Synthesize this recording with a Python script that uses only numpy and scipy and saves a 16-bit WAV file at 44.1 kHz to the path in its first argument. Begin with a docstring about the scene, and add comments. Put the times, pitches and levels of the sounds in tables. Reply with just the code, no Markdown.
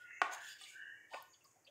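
"""A small hard-walled kitchen, one microphone close to a steel spoon stirring paste in a ceramic bowl.
The edge rubs the glaze in a rising rasp; at 0.2 s the spoon knocks and chatters on the hand-damped bowl.
Gritty paste hisses under the next strokes, among squeaks, two more rasps and two light grazes of the tip.
Near 1.1 s a lump squelches free and the spoon knocks again, leaving a brief ring.
The paste smacks and air pockets pop in it."""
import sys
import numpy as np
from scipy import signal
from scipy.fft import rfft, irfft, next_fast_len
from scipy.io import wavfile
from scipy.ndimage import map_coordinates

SR = 44100
rng = np.random.default_rng(int(sys.argv[2]) if len(sys.argv) > 2 else 0)


def transcribe(signal):
    """Save signal, clipped to [-1, 1], as a 16-bit WAV file at the path in sys.argv[1]."""
    frames = np.atleast_2d(signal).T
    limited = np.clip(frames, -1, 1)
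    pcm = np.round(limited * 32767).astype(np.int16)
    wavfile.write(sys.argv[1], SR, pcm)


N = 74970
TIME = np.arange(N) / SR

# the bowl's modes (frequency [Hz], level when knocked [dB], level when grazed [dB], t60 [s])
BOWL_MODES = [(452.5, -14.5, -37, .12), (684, -18, -29, 0.12), (762, -1.5, -6, 0.065),
              (1199, 1.5, -2, 0.079), (1469.6, 6, -22, 0.068), (1890, -8.5, 1, 0.056),
              (2375, -10, -12, 0.029), (2940, -24, 5, 0.036), (3461, -30.5, 5.5, 0.073),
              (4910, -25.5, -8, .07), (8130, -39.5, 8, 0.043)]


def amp(db):
    """Decibels to gain."""
    return 10 ** (np.asarray(db) / 20)


def unit(x):
    """Scale to rms 1."""
    return x / np.sqrt(np.mean(np.abs(x) ** 2) + 1e-20)


def along(points, hz):
    """Read a curve of (frequency [Hz], value) points on a log frequency axis."""
    f, v = np.transpose(points)
    return np.interp(np.log(hz + 1), np.log(f + 1), v)


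def filtered(x, response):
    """Filter x by a gain given as a function of frequency."""
    size = next_fast_len(N + SR // 2)
    return irfft(rfft(x, size) * response(np.fft.rfftfreq(size, 1 / SR)), size)[:N]


def coloured(x, spectrum):
    """x with a (frequency [Hz], level [dB]) colour, at rms 1."""
    return unit(filtered(x, lambda hz: amp(along(spectrum, hz))))


def wobble(rate):
    """A smooth random curve, rate knots a second."""
    return map_coordinates(rng.standard_normal(int(N * rate / SR) + 4), [TIME * rate])


def add(track, s, x):
    """Mix x into the track at time s."""
    part = track[round(s * SR):][:len(x)]
    part += x[:len(part)]


def pulse(gain_db, size):
    """The causal pulse with this spectrum, at energy 1."""
    cepstrum = irfft(np.log(amp(gain_db)), size)
    cepstrum[1:size // 2] *= 2
    cepstrum[size // 2 + 1:] = 0
    x = irfft(np.exp(rfft(cepstrum)), size)
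    return x / np.linalg.norm(x)


def resonance(hz, width_hz):
    """Noise in a steep-sided resonance that may move."""
    band = 1 / (1 + (2 * np.fft.rfftfreq(N, 1 / SR) / width_hz) ** 6)
    slow_noise = lambda: irfft(rfft(rng.standard_normal(N)) * band, N)
    phase = 2 * np.pi * np.cumsum(hz * np.ones(N)) / SR
    return unit(slow_noise() * np.cos(phase) + slow_noise() * np.sin(phase))


def swell(t, rise, fall, range_db=17):
    """A gain that peaks at t = 0 and is range_db down at -rise and at +fall."""
    from_peak = np.abs(t / np.where(t < 0, rise, fall))
    return amp(-range_db * np.minimum(from_peak ** 1.63, 10))


def crackle(per_s=1100):
    """Tiny clicks in the paste, random in time and strength."""
    return rng.standard_normal(N) * (rng.random(N) < per_s / SR)


def shell(size=2048, t60_s=0.032):
    """The short ring of the bowl's many close modes, at energy 1."""
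    x = rng.standard_normal(size) * amp(-60 * np.arange(size) / SR / t60_s)
    return x / np.linalg.norm(x)


def ring(levels_db, size=8192):
    """The bowl's distinct modes, damped by hand and paste."""
    t = np.arange(size) / SR
    return sum(amp(db - 60 * t / t60) * np.sin(2 * np.pi * hz * t)
               for db, (hz, _, _, t60) in zip(levels_db, BOWL_MODES))


def room_tone(level_db=-75.5):
    """The quiet kitchen's steady noise at the microphone."""
    # its spectrum (frequency [Hz], relative density [dB])
    colour = [(45, -18), (120, 3), (200, -11), (320, -1), (1300, -9.5), (2200, -9), (4000, -27),
              (6600, -7.5), (9500, -21)]
    return amp(level_db) * coloured(rng.standard_normal(N), colour)


def room_tail(x, build_s=0.0076):
    """The diffuse tail off the hard walls; it lasts longest near 3.5 kHz."""
    # the kitchen's decay (frequency [Hz], t60 [s])
    decay_times = [(400, 0.34), (3500, 0.46), (10000, 0.36)]
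    hz, t, noise = signal.stft(rng.standard_normal(SR * 3 // 4), SR, nperseg=256)
    decay = amp(-60 * t / along(decay_times, hz)[:, None])
    build_up = 1 - np.exp(-t / build_s)
    _, tail = signal.istft(noise * decay * build_up, SR, nperseg=256)
    return signal.fftconvolve(x, tail / np.linalg.norm(tail))[:N]


def pops(half_width_octaves=0.2, t60_s=0.014):
    """Tiny air pockets snap open in the paste."""
    # air pockets (time [s], level [dB], pitch [Hz])
    pockets = [(1.225, -53, 12770), (1.443, -61.5, 14260)]
    out = np.zeros(N)
    for s, db, hz in pockets:
        band = lambda f: 1 / (1 + (np.log2((f + 1) / hz) / half_width_octaves) ** 2)
        snap = unit(filtered(rng.standard_normal(N), band))
        add(out, s, amp(db - 60 * TIME / t60_s) * snap)
    return out


def smacks(attack_s=0.005, t60_s=0.085):
    """Sticky strands tear in brief bursts, each crackling through one steep-sided resonance."""
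    # paste parting from the spoon (time [s], level [dB], pitch [Hz], width [Hz])
    partings = [(0.102, -52.5, 1900, 298), (.633, -53.5, 3600, 700), (.653, -58.5, 2200, 350),
                (1.133, -47.5, 2440, 480), (1.331, -65.5, 4670, 253), (1.338, -67.5, 3200, 437),
                (1.404, -70.5, 2726, 149), (1.442, -66.5, 4820, 414), (1.444, -66.5, 1130, 99),
                (1.554, -68, 720, 108.2), (1.645, -67, 4600, 302), (1.661, -63, 2650, 152),
                (1.667, -60.5, 3200, 500), (1.671, -63.5, 574, 68.8)]
    out = np.zeros(N)
    envelope = np.minimum(TIME / attack_s, amp(-60 * (TIME - attack_s) / t60_s))
    for s, db, hz, width in partings:
        smack = filtered(envelope * crackle(), lambda f: (1 + 1j * (f - hz) / width) ** -3)
        add(out, s, amp(db) * smack * np.linalg.norm(envelope) / np.linalg.norm(smack))
    return out


def squelch(width_hz=333):
    """The cavity behind a lump drops in pitch as the lump comes free, then climbs as the hollow closes."""
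    # the cavity's resonance (time [s], level [dB], pitch [Hz])
    cavity = [(1.1, -96, 750), (1.111, -68.5, 784), (1.132, -55.5, 845), (1.145, -47, 605),
              (1.155, -48.5, 904), (1.172, -54, 982), (1.232, -81, 1032), (1.32, -99.5, 1053)]
    s, db, hz = np.transpose(cavity)
    gain = np.interp(TIME, s, amp(db), left=0, right=0)
    return gain * resonance(np.interp(TIME, s, hz), width_hz)


def hiss(grain_share=0.6, rough_db=1.5):
    """Each swipe drags grit over another spot of the bowl: dense grains on noise, ringing in its shell."""
    # swipes through the paste (peak time [s], rise [s], fall [s], low [dB], middle [dB], high [dB])
    swipes = [(0.022, 0.057, 0.067, -71.5, -81, -83), (.335, 0.027, 0.031, -56, -54.5, -65),
              (0.508, 0.17, 0.056, -56, -60.5, -70.5), (0.641, 0.1, 0.085, -59.5, -69, -80.5),
              (.704, 0.1, 0.085, -62.5, -64, -75), (1.14, 0.037, 0.11, -60.5, -68.5, -83),
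              (1.485, 0.093, 0.13, -91, -73.5, -88)]
    # colours of the grit's three bands (frequency [Hz], level [dB])
    low = [(1700, -29), (2700, -1.5), (3400, -1), (4100, -9.5), (4750, -6), (5500, -10), (6500, -29.5)]
    middle = [(4800, -33.5), (5800, -6), (6800, 7), (7600, -0.5), (8250, -1), (9000, -7), (10500, -41.5)]
    high = [(7500, -32), (9200, 12), (11000, 22), (12500, 17), (15500, 15)]
    bands = np.zeros((3, N))
    for s, rise, fall, *levels_db in swipes:
        grains = np.sqrt(grain_share) * unit(crackle())
        noise = np.sqrt(1 - grain_share) * rng.standard_normal(N)
        grit = signal.fftconvolve(grains + noise, shell())[:N]
        for band, db, colour in zip(bands, levels_db, (low, middle, high)):
            band += amp(db) * swell(TIME - s, rise, fall) * coloured(grit, colour)
    return sum(band * amp(rough_db * wobble(rate=69.96)) for band in bands)


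def squeaks_and_ring(rise_share=0.44):
    """The spoon's squeaks on the glaze, and a ring near 1.8 kHz after the second knock."""
    # brief narrow resonances (peak time [s], level [dB], length [s], pitch [Hz], width [Hz])
    brief_resonances = [(-0.003, -56, 0.27, 1437, 67.4), (0.322, -50.5, 0.18, 943.4, 610),
                        (0.485, -62.5, 0.18, 3450, 181), (0.52, -59.5, .1, 4820, 590),
                        (0.693, -63.5, 0.21, 2308, 260), (0.171, -70, 0.15, 6590, 1010),
                        (0.76, -52, 0.093, 1547, 90), (1.033, -74, 0.23, 2273, 87),
                        (1.145, -63, 0.054, 4770, 264), (1.17, -62.5, 0.22, 1810, 80),
                        (1.328, -69.5, 0.14, 6700, 800)]
    out = np.zeros(N)
    for s, db, length, hz, width in brief_resonances:
        envelope = swell(TIME - s, rise_share * length, (1 - rise_share) * length)
        out += amp(db) * envelope * resonance(hz, width)
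    return out


def rasps(glide_hz_per_s=550, upper_width_hz=272):
    """The edge sticks and slips on the glaze; its lower resonance climbs through each stroke."""
    # strokes of the edge (peak time [s], level [dB], rise [s], fall [s], pitch [Hz], width [Hz],
    # upper resonance [Hz], its relative level [dB])
    strokes = [(0.141, -55, 0.12, 0.34, 1983, 470, 2680, -7.5),
               (0.459, -53.5, 0.26, 0.13, 1653, 432, 2840, -25),
               (0.832, -52, 0.097, 0.24, 1684, 378, 2848, -13.5)]
    out = np.zeros(N)
    for s, db, rise, fall, hz, width, upper_hz, upper_db in strokes:
        t = TIME - s
        lower = resonance(hz + glide_hz_per_s * t, width)
        upper = amp(upper_db) * resonance(upper_hz, upper_width_hz)
        out += amp(db) * swell(t, rise, fall) * unit(lower + upper)
    return out


def grazes(attack_s=0.0027):
    """The tip touches the bowl through the paste: a soft ring with no thud."""
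    # light touches (time [s], level [dB])
    touches = [(.611, -54.5), (.634, -57.5)]
    out = np.zeros(N)
    modes = ring([grazed for _, _, grazed, _ in BOWL_MODES])
    onset = 1 - np.exp(-np.arange(len(modes)) / SR / attack_s)
    for s, db in touches:
        add(out, s, amp(db) * onset * modes)
    return out


def knocks(size=8192, clatter_db=-6, low_cut_hz=250):
    """The spoon chatters on the bowl: each contact is a dull push, a clatter of the shell and a ring."""
    # contacts of spoon and bowl (time [s], level [dB], relative push [dB], relative ring [dB])
    contacts = [(.2170, -10, 6, -30.5), (.2196, -13, 6, -28.5), (0.2224, -16, 2.5, -39),
                (0.24, -25.5, -11.5, -25.5), (1.135, -39, 0.5, -18), (1.1458, -33.5, 4, -20.5)]
    # the damped bowl's answer to one contact (frequency [Hz], level [dB])
    thud = [(220, -44), (330, -7), (520, -1.5), (800, 3.5), (1200, 0), (1550, 0), (2000, -5.5),
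            (2800, -9.5), (3800, -20.5), (7500, -27.5), (16000, -60)]
    out = np.zeros(N)
    push = pulse(along(thud, np.fft.rfftfreq(size, 1 / SR)), size)
    modes = ring([knocked for _, knocked, _, _ in BOWL_MODES])
    for s, db, push_db, ring_db in contacts:
        clatter = signal.fftconvolve(push, shell())[:size]
        knock = amp(push_db) * push + amp(clatter_db) * clatter + amp(ring_db) * modes
        add(out, s, -amp(db) * knock)
    low_cut = signal.butter(4, low_cut_hz, "highpass", fs=SR, output="sos")  # the bowl radiates no bass
    return signal.sosfilt(low_cut, out)


def scene():
    """Spoon, bowl and paste close to the microphone, the kitchen behind them."""
    bowl = knocks() + grazes()
    stirring = rasps() + squeaks_and_ring() + hiss() + squelch() + smacks() + pops()
    echo = room_tail(amp(-7) * bowl + amp(-11) * stirring)  # sounds deep in the bowl reach the room less
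    return (bowl + stirring + echo + room_tone())[None]


def record(dry, top_hz=15700):
    """The mono recorder keeps nothing above its band limit."""
    return filtered(dry[0], lambda hz: hz < top_hz)[None]


dry = scene()
out = record(dry)
transcribe(out)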